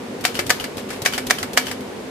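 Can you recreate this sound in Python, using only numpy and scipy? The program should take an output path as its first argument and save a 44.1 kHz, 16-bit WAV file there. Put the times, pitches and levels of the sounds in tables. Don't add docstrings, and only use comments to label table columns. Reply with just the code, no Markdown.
import sys
import numpy as np
from scipy import signal
from scipy.fft import rfft, irfft
from scipy.io import wavfile
from scipy.ndimage import uniform_filter1d

SR = 44100
rng = np.random.default_rng(int(sys.argv[2]) if len(sys.argv) > 2 else 0)


def generate_wav(sig):
    pcm = np.round(np.clip(np.atleast_2d(sig).T, -1, 1) * 32767).astype(np.int16)
    wavfile.write(sys.argv[1], SR, pcm)


N = 92610
RING_S, SNAP_T60_S = 0.4, 0.018
RING_T = np.arange(0, RING_S, 1 / SR)

# (f/Hz, level/dB)
HUM_PARTIALS = [(98, -58.5), (146, -50.5), (211, -46.5), (254, -42), (382, -50.5)]
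# (t/s, level/dB, rise/s)
KEY_TICKS = [(0.209, -3, 0.00077), (0.463, 7, 0.004), (0.769, 0, 0.0018), (1.0181, 5.5, 0.0015),
             (1.266, 7.5, 0.0032), (1.532, 4, 0.0013), (1.806, -6.5, .002)]
ESCAPEMENT_TRIPS = [(0.238, -10, 0.0056), (0.4945, -6.5, 0.00039), (1.0488, -7.5, 0.0052),
                    (1.297, -5, 0.006), (1.567, -10, .004)]
LEVER_RATTLES = [(0.342, -1, 0.0024), (0.779, 0, 0.0022), (0.888, -3.5, 0.0047), (0.927, -3, 0.0051),
                 (0.958, -9, 0.0037), (1.122, 3, 0.0037), (1.655, -3.5, 0.0035)]
# (t/s, level/dB, clatter/dB, frequency ratio, left-right/dB, rebound delay/s, rebound/dB)
TYPE_SLAPS = [(0.251, -5.5, 3, 1.02, 6.5, 0.0014, -12), (0.503, -2, 1, 0.97, 1, 0.0044, 1),
              (1.0602, -3, 2, 1.0, 0, .002, -7), (1.3078, 1.5, -6, 1.029, -2.5, 0.0036, -1),
              (1.5742, 1, 3, 1.015, -4, .005, -2)]
# (t/s, level/dB)
DESK_THUDS = [(0.265, -6), (0.386, 12), (0.423, 14), (0.461, 10), (0.56, 0), (0.64, -19), (0.921, 3.5),
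              (1.16, 7), (1.391, 9), (1.691, 5), (1.83, -3)]
# (t/s, level/dB, bounce delay/s, bounce/dB)
TYPEBAR_DROPS = [(0.353, -3, 0.018, -8), (0.599, -5, .009, -6), (1.1355, -2, 0.0082, -5.5),
                 (1.385, -4, 0.0073, -15), (1.6679, -4.5, 0.014, -6)]
# (t/s, level/dB, rise/s, knock/dB)
CARRIAGE_STEPS = [(0.39, 5, 0.0028, -35), (0.640, -2, 0.0023, -47.5), (1.178, 2, 0.0024, -43),
                  (1.428, -0.5, 0.0011, -53), (1.7117, -1, 0.0035, -52)]
# (t/s, level/dB)
SPACE_BAR_RETURN = (0.9035, -24.5)
# (f/Hz, level/dB, T60/s)
FRAME_MODES = [(573, -5.5, 0.28), (735, 15, 0.055), (1270, -10, 0.23), (1480, -1, 0.16), (1720, 5, 0.16),
               (2040, 11.5, 0.073), (2105, 12.5, 0.04), (2282, 8, 0.13), (2550, -29, .06), (2880, 2, .06),
               (3200, -19, .06), (4250, -12, .1), (4700, 9, 0.062), (7360, -22, .09)]
# (nominal f/Hz, level/dB, T60/s)
PLATEN_MODES = [(604, -16.5, .03), (714, -14, 0.019), (1094, -15, .012), (1262, -8, 0.016),
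                (1656, -4.5, .011), (1839, 0.5, 0.011), (2115, -3, 0.0088), (2440, -14.5, 0.0079),
                (3070, -6, 0.0061), (4400, -15, 0.014), (4800, -12.5, .012), (7400, -39, 0.0031)]
DESK_MODES = [(62.6, -55, 0.22), (77, -44, 0.12), (96.1, -41, 0.37), (154.6, -46, 0.095)]
TYPEBAR_MODES = [(1530, -8, .03), (2943, -2.5, 0.054), (3086, 2.5, 0.025), (4620, -4, 0.03)]
CARRIAGE_MODES = [(220, -14, 0.092), (386, 9.5, 0.2), (448, 1, 0.14), (591, 15.5, 0.048)]
# (f/Hz, level/dB)
AIR_SPECTRUM = [(25, -48), (40, -34), (60, -18), (120, -14), (170, -12), (210, -6), (260, -3), (335, -7),
                (480, -3.5), (640, -12), (900, -13.5), (1250, -19), (2200, -21), (3800, -26.5), (6000, -31),
                (9000, -34.5), (12000, -38), (15000, -46)]
KEY_SPECTRUM = [(100, 18), (500, 15), (1500, -1), (3500, 8), (6000, 5), (9000, 3.5), (14500, -0.5)]
TRIP_SPECTRUM = [(100, -9), (500, -2), (1500, 2.5), (3000, 2.5), (5500, -2.5), (9000, -2), (14500, -10)]
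PAPER_SPECTRUM = [(100, -40), (900, -14), (1700, -9), (2600, 3), (3800, -5), (4600, -4), (6000, 1),
                  (8000, -7), (10500, -11), (14500, -10)]
CLATTER_SPECTRUM = [(100, -24), (400, -10), (650, -5.5), (950, -7), (1350, 0), (1850, 0), (2600, -2.5),
                    (3700, -4.5), (5200, -2), (6300, -6.5), (8000, -8), (10500, -14), (14500, -16.5)]
RATTLE_SPECTRUM = [(100, -2), (500, 0), (1500, -4.5), (3000, -2.5), (5000, -8.5), (8000, -10),
                   (14500, -17.5)]
REST_SPECTRUM = [(100, 3), (500, -2.5), (1000, -4), (1550, 2.5), (2200, -5), (3000, 4), (3700, -4.5),
                 (5000, -2), (6500, -6.5), (14500, -13)]
STOP_SPECTRUM = [(100, -7), (400, -12), (950, 2), (1600, 7.5), (2100, 5.5), (3700, -0.5), (5200, 1.5),
                 (6200, -3.5), (8000, -2), (14500, -12.5)]
WALL_SPECTRUM = [(100, -11), (500, -8), (1000, 2.5), (1800, 0.5), (3000, 6), (5200, 1.5), (8000, 1.5),
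                 (15000, 13.5)]
# (f/Hz, coefficient)
AIR_CORRELATION = [(30, 0.27), (100, 0.96), (300, 0.84), (600, 0.36), (1200, 0.15), (3000, 0.095),
                   (15000, 0.033)]
PAPER_CORRELATION = [(200, 1), (1700, 0.63), (2800, 0.66), (5000, -0.13), (14000, -0.27)]
DIFFUSE_CORRELATION = [(200, 1), (700, .55), (1500, 0.016), (2800, 0.0099), (5000, -0.22), (14000, 0.26)]
# (f/Hz, left-right/dB)
MACHINE_BALANCE = [(100, 3), (500, 0), (950, -1.5), (1900, 1), (3700, 3.5), (7500, 0.5), (15000, 3.5)]
# (f/Hz, T60/s)
ROOM_DECAY = [(100, 0.19), (500, 0.93), (2000, 0.33), (5000, 0.43), (10000, 0.4), (15000, 0.15)]


def amp(db):
    return 10 ** (np.asarray(db) / 20)


def unit(x):
    return x / np.sqrt(np.mean(x ** 2) + 1e-20)


def curve(points, hz):
    f, value = np.transpose(points)
    return np.interp(np.log(hz + 1), np.log(f), value)


def add(mix, s, sound):
    part = mix[:, round(s * SR):][:, :sound.shape[-1]]
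    part += sound[..., :part.shape[1]]


def highpass(order, hz):
    return signal.butter(order, hz, "high", fs=SR, output="sos")


def noise(spectrum, correlation, size):
    hz = np.fft.rfftfreq(size, 1 / SR)
    left, independent = rfft(rng.standard_normal((2, size)))
    shared = np.clip(curve(correlation, hz), -1, 1)
    right = shared * left + np.sqrt(1 - shared ** 2) * independent
    return unit(irfft(np.array([left, right]) * amp(curve(spectrum, hz)), size))


def onset(rise_s):
    return np.minimum(RING_T / rise_s, 1)


def decay(t60, db=0):
    return amp(db - 60 * RING_T / t60)


def modes(table, ratio, spread_rad):
    ring = 0
    for hz, db, t60 in table:
        phase = spread_rad * (2 * rng.random((2, 1)) - 1)
        ring = ring + decay(t60, db) * np.sin(2 * np.pi * hz * ratio * RING_T + phase)
    return ring


def clatter(spectrum, rise_s, t60, snap_db, ring_db):
    roughness = unit(uniform_filter1d(rng.standard_normal(len(RING_T)), size=40))
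    contacts = unit(amp(1.3 * np.clip(roughness, -2, 2)))
    envelope = decay(t60) + decay(SNAP_T60_S, snap_db)
    chatter = noise(spectrum, DIFFUSE_CORRELATION, len(RING_T)) * contacts * envelope
    frame = amp(ring_db) * rng.choice([-1, 1]) * modes(FRAME_MODES, 1, spread_rad=0.74)
    return onset(rise_s) * (chatter + frame)


def room_hum():
    t = np.arange(N) / SR
    hum, rates_hz = 0, np.geomspace(0.7, 11, 20)
    for hz, db in HUM_PARTIALS:
        waver = unit(sum(np.sin(2 * np.pi * (f * t + rng.random())) for f in rates_hz))
        phase = 2 * np.pi * np.cumsum(hz + 3.17 * waver[::-1]) / SR
        hum = hum + amp(db) * unit((1 + 0.91 * waver) * np.sin(phase))
    return hum + amp(-32) * noise(AIR_SPECTRUM, AIR_CORRELATION, N)


def keys(mix):
    for s, db, rise in KEY_TICKS:
        add(mix, s, amp(db - 29) * clatter(KEY_SPECTRUM, rise, t60=0.087, snap_db=-6.5, ring_db=-49))


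def escapement(mix):
    for s, db, rise in ESCAPEMENT_TRIPS:
        click = clatter(TRIP_SPECTRUM, rise, t60=0.087, snap_db=-27, ring_db=-23.5)
        add(mix, s, amp(db - 9.5) * click)


def type_slaps(mix):
    slaps = np.zeros((2, N))
    for s, db, clatter_db, ratio, balance_db, delay, rebound_db in TYPE_SLAPS:
        crack = noise(PAPER_SPECTRUM, PAPER_CORRELATION, len(RING_T)) * decay(t60=0.015, db=-3.5)
        blow = onset(0.00031) * (modes(PLATEN_MODES, ratio, spread_rad=0.73) + crack)
        rebound = clatter(CLATTER_SPECTRUM, rise_s=0.00054, t60=0.022, snap_db=-6, ring_db=-25)
        shake = clatter(CLATTER_SPECTRUM, rise_s=0.0014, t60=0.12, snap_db=-5, ring_db=-19)
        add(slaps, s, amp(db) * sides(balance_db) * blow)
        add(slaps, s + delay, amp(rebound_db - 10) * sides(1.4) * rebound)
        add(slaps, s, amp(clatter_db - 17) * shake)
    mix += signal.sosfilt(highpass(3, hz=340), slaps)


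def desk_thuds():
    thuds = np.zeros((2, N))
    for s, db in DESK_THUDS:
        ring = modes(DESK_MODES, ratio=rng.uniform(0.96, 1.04), spread_rad=0.1)
        add(thuds, s, amp(db) * onset(0.036) * ring)
    return thuds


def loose_levers(mix):
    for s, db, rise in LEVER_RATTLES:
        rattle = clatter(RATTLE_SPECTRUM, rise, t60=0.17, snap_db=-4, ring_db=-39)
        add(mix, s, amp(db - 28.5) * rattle)


def typebars(mix):
    for s, db, bounce_s, bounce_db in TYPEBAR_DROPS:
        for delay, drop_db in (0, 0), (bounce_s, bounce_db):
            contact = clatter(REST_SPECTRUM, rise_s=0.0012, t60=0.19, snap_db=0.5, ring_db=-24.5)
            ping = amp(1) * modes(TYPEBAR_MODES, ratio=0.99, spread_rad=1)
            add(mix, s + delay, amp(db + drop_db - 23) * (contact + ping))


def carriage(mix):
    for s, db, rise, knock_db in CARRIAGE_STEPS:
        add(mix, s, amp(db - 21) * clatter(STOP_SPECTRUM, rise, t60=0.089, snap_db=1, ring_db=-21))
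        add(mix, s, amp(knock_db) * modes(CARRIAGE_MODES, ratio=0.93, spread_rad=0.32))


def space_bar(mix):
    s, db = SPACE_BAR_RETURN
    add(mix, s, amp(db - 4) * clatter(STOP_SPECTRUM, rise_s=0.001, t60=0.2, snap_db=-8, ring_db=-19))


def sides(balance_db):
    return amp(np.vstack([balance_db, -balance_db]) / 2)


def reverberation(direct):
    hz, t, bands = signal.stft(noise(WALL_SPECTRUM, DIFFUSE_CORRELATION, SR // 2), SR, nperseg=256)
    damping = amp(-60 * t / curve(ROOM_DECAY, hz)[:, None])
    _, tail = signal.istft(bands * damping, SR, nperseg=256)
    tail_t = np.arange(tail.shape[1]) / SR
    tail *= np.clip((tail_t - 0.004) / 0.0035, 0, 1)
    return signal.fftconvolve(direct, tail / np.linalg.norm(tail[0]), axes=1)[:, :N]


def scene():
    hum, machine = room_hum(), np.zeros((2, N))
    for mechanism in keys, escapement, type_slaps, loose_levers, typebars, carriage, space_bar:
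        mechanism(machine)
    balance_db = curve(MACHINE_BALANCE, np.fft.rfftfreq(N, 1 / SR))
    direct = irfft(rfft(machine) * sides(balance_db), N)
    return hum + direct + amp(-11) * reverberation(direct) + desk_thuds()


def record(dry):
    grit = np.clip(dry, -0.95, 0.95) - dry
    clipped = dry + signal.sosfiltfilt(highpass(2, hz=450), grit)
    lowpass = signal.firwin(401, cutoff=14950, window=("kaiser", 8), fs=SR)[None]
    return signal.oaconvolve(signal.sosfilt(highpass(4, hz=45), clipped), lowpass, "same")


dry = scene()
out = record(dry)
generate_wav(out)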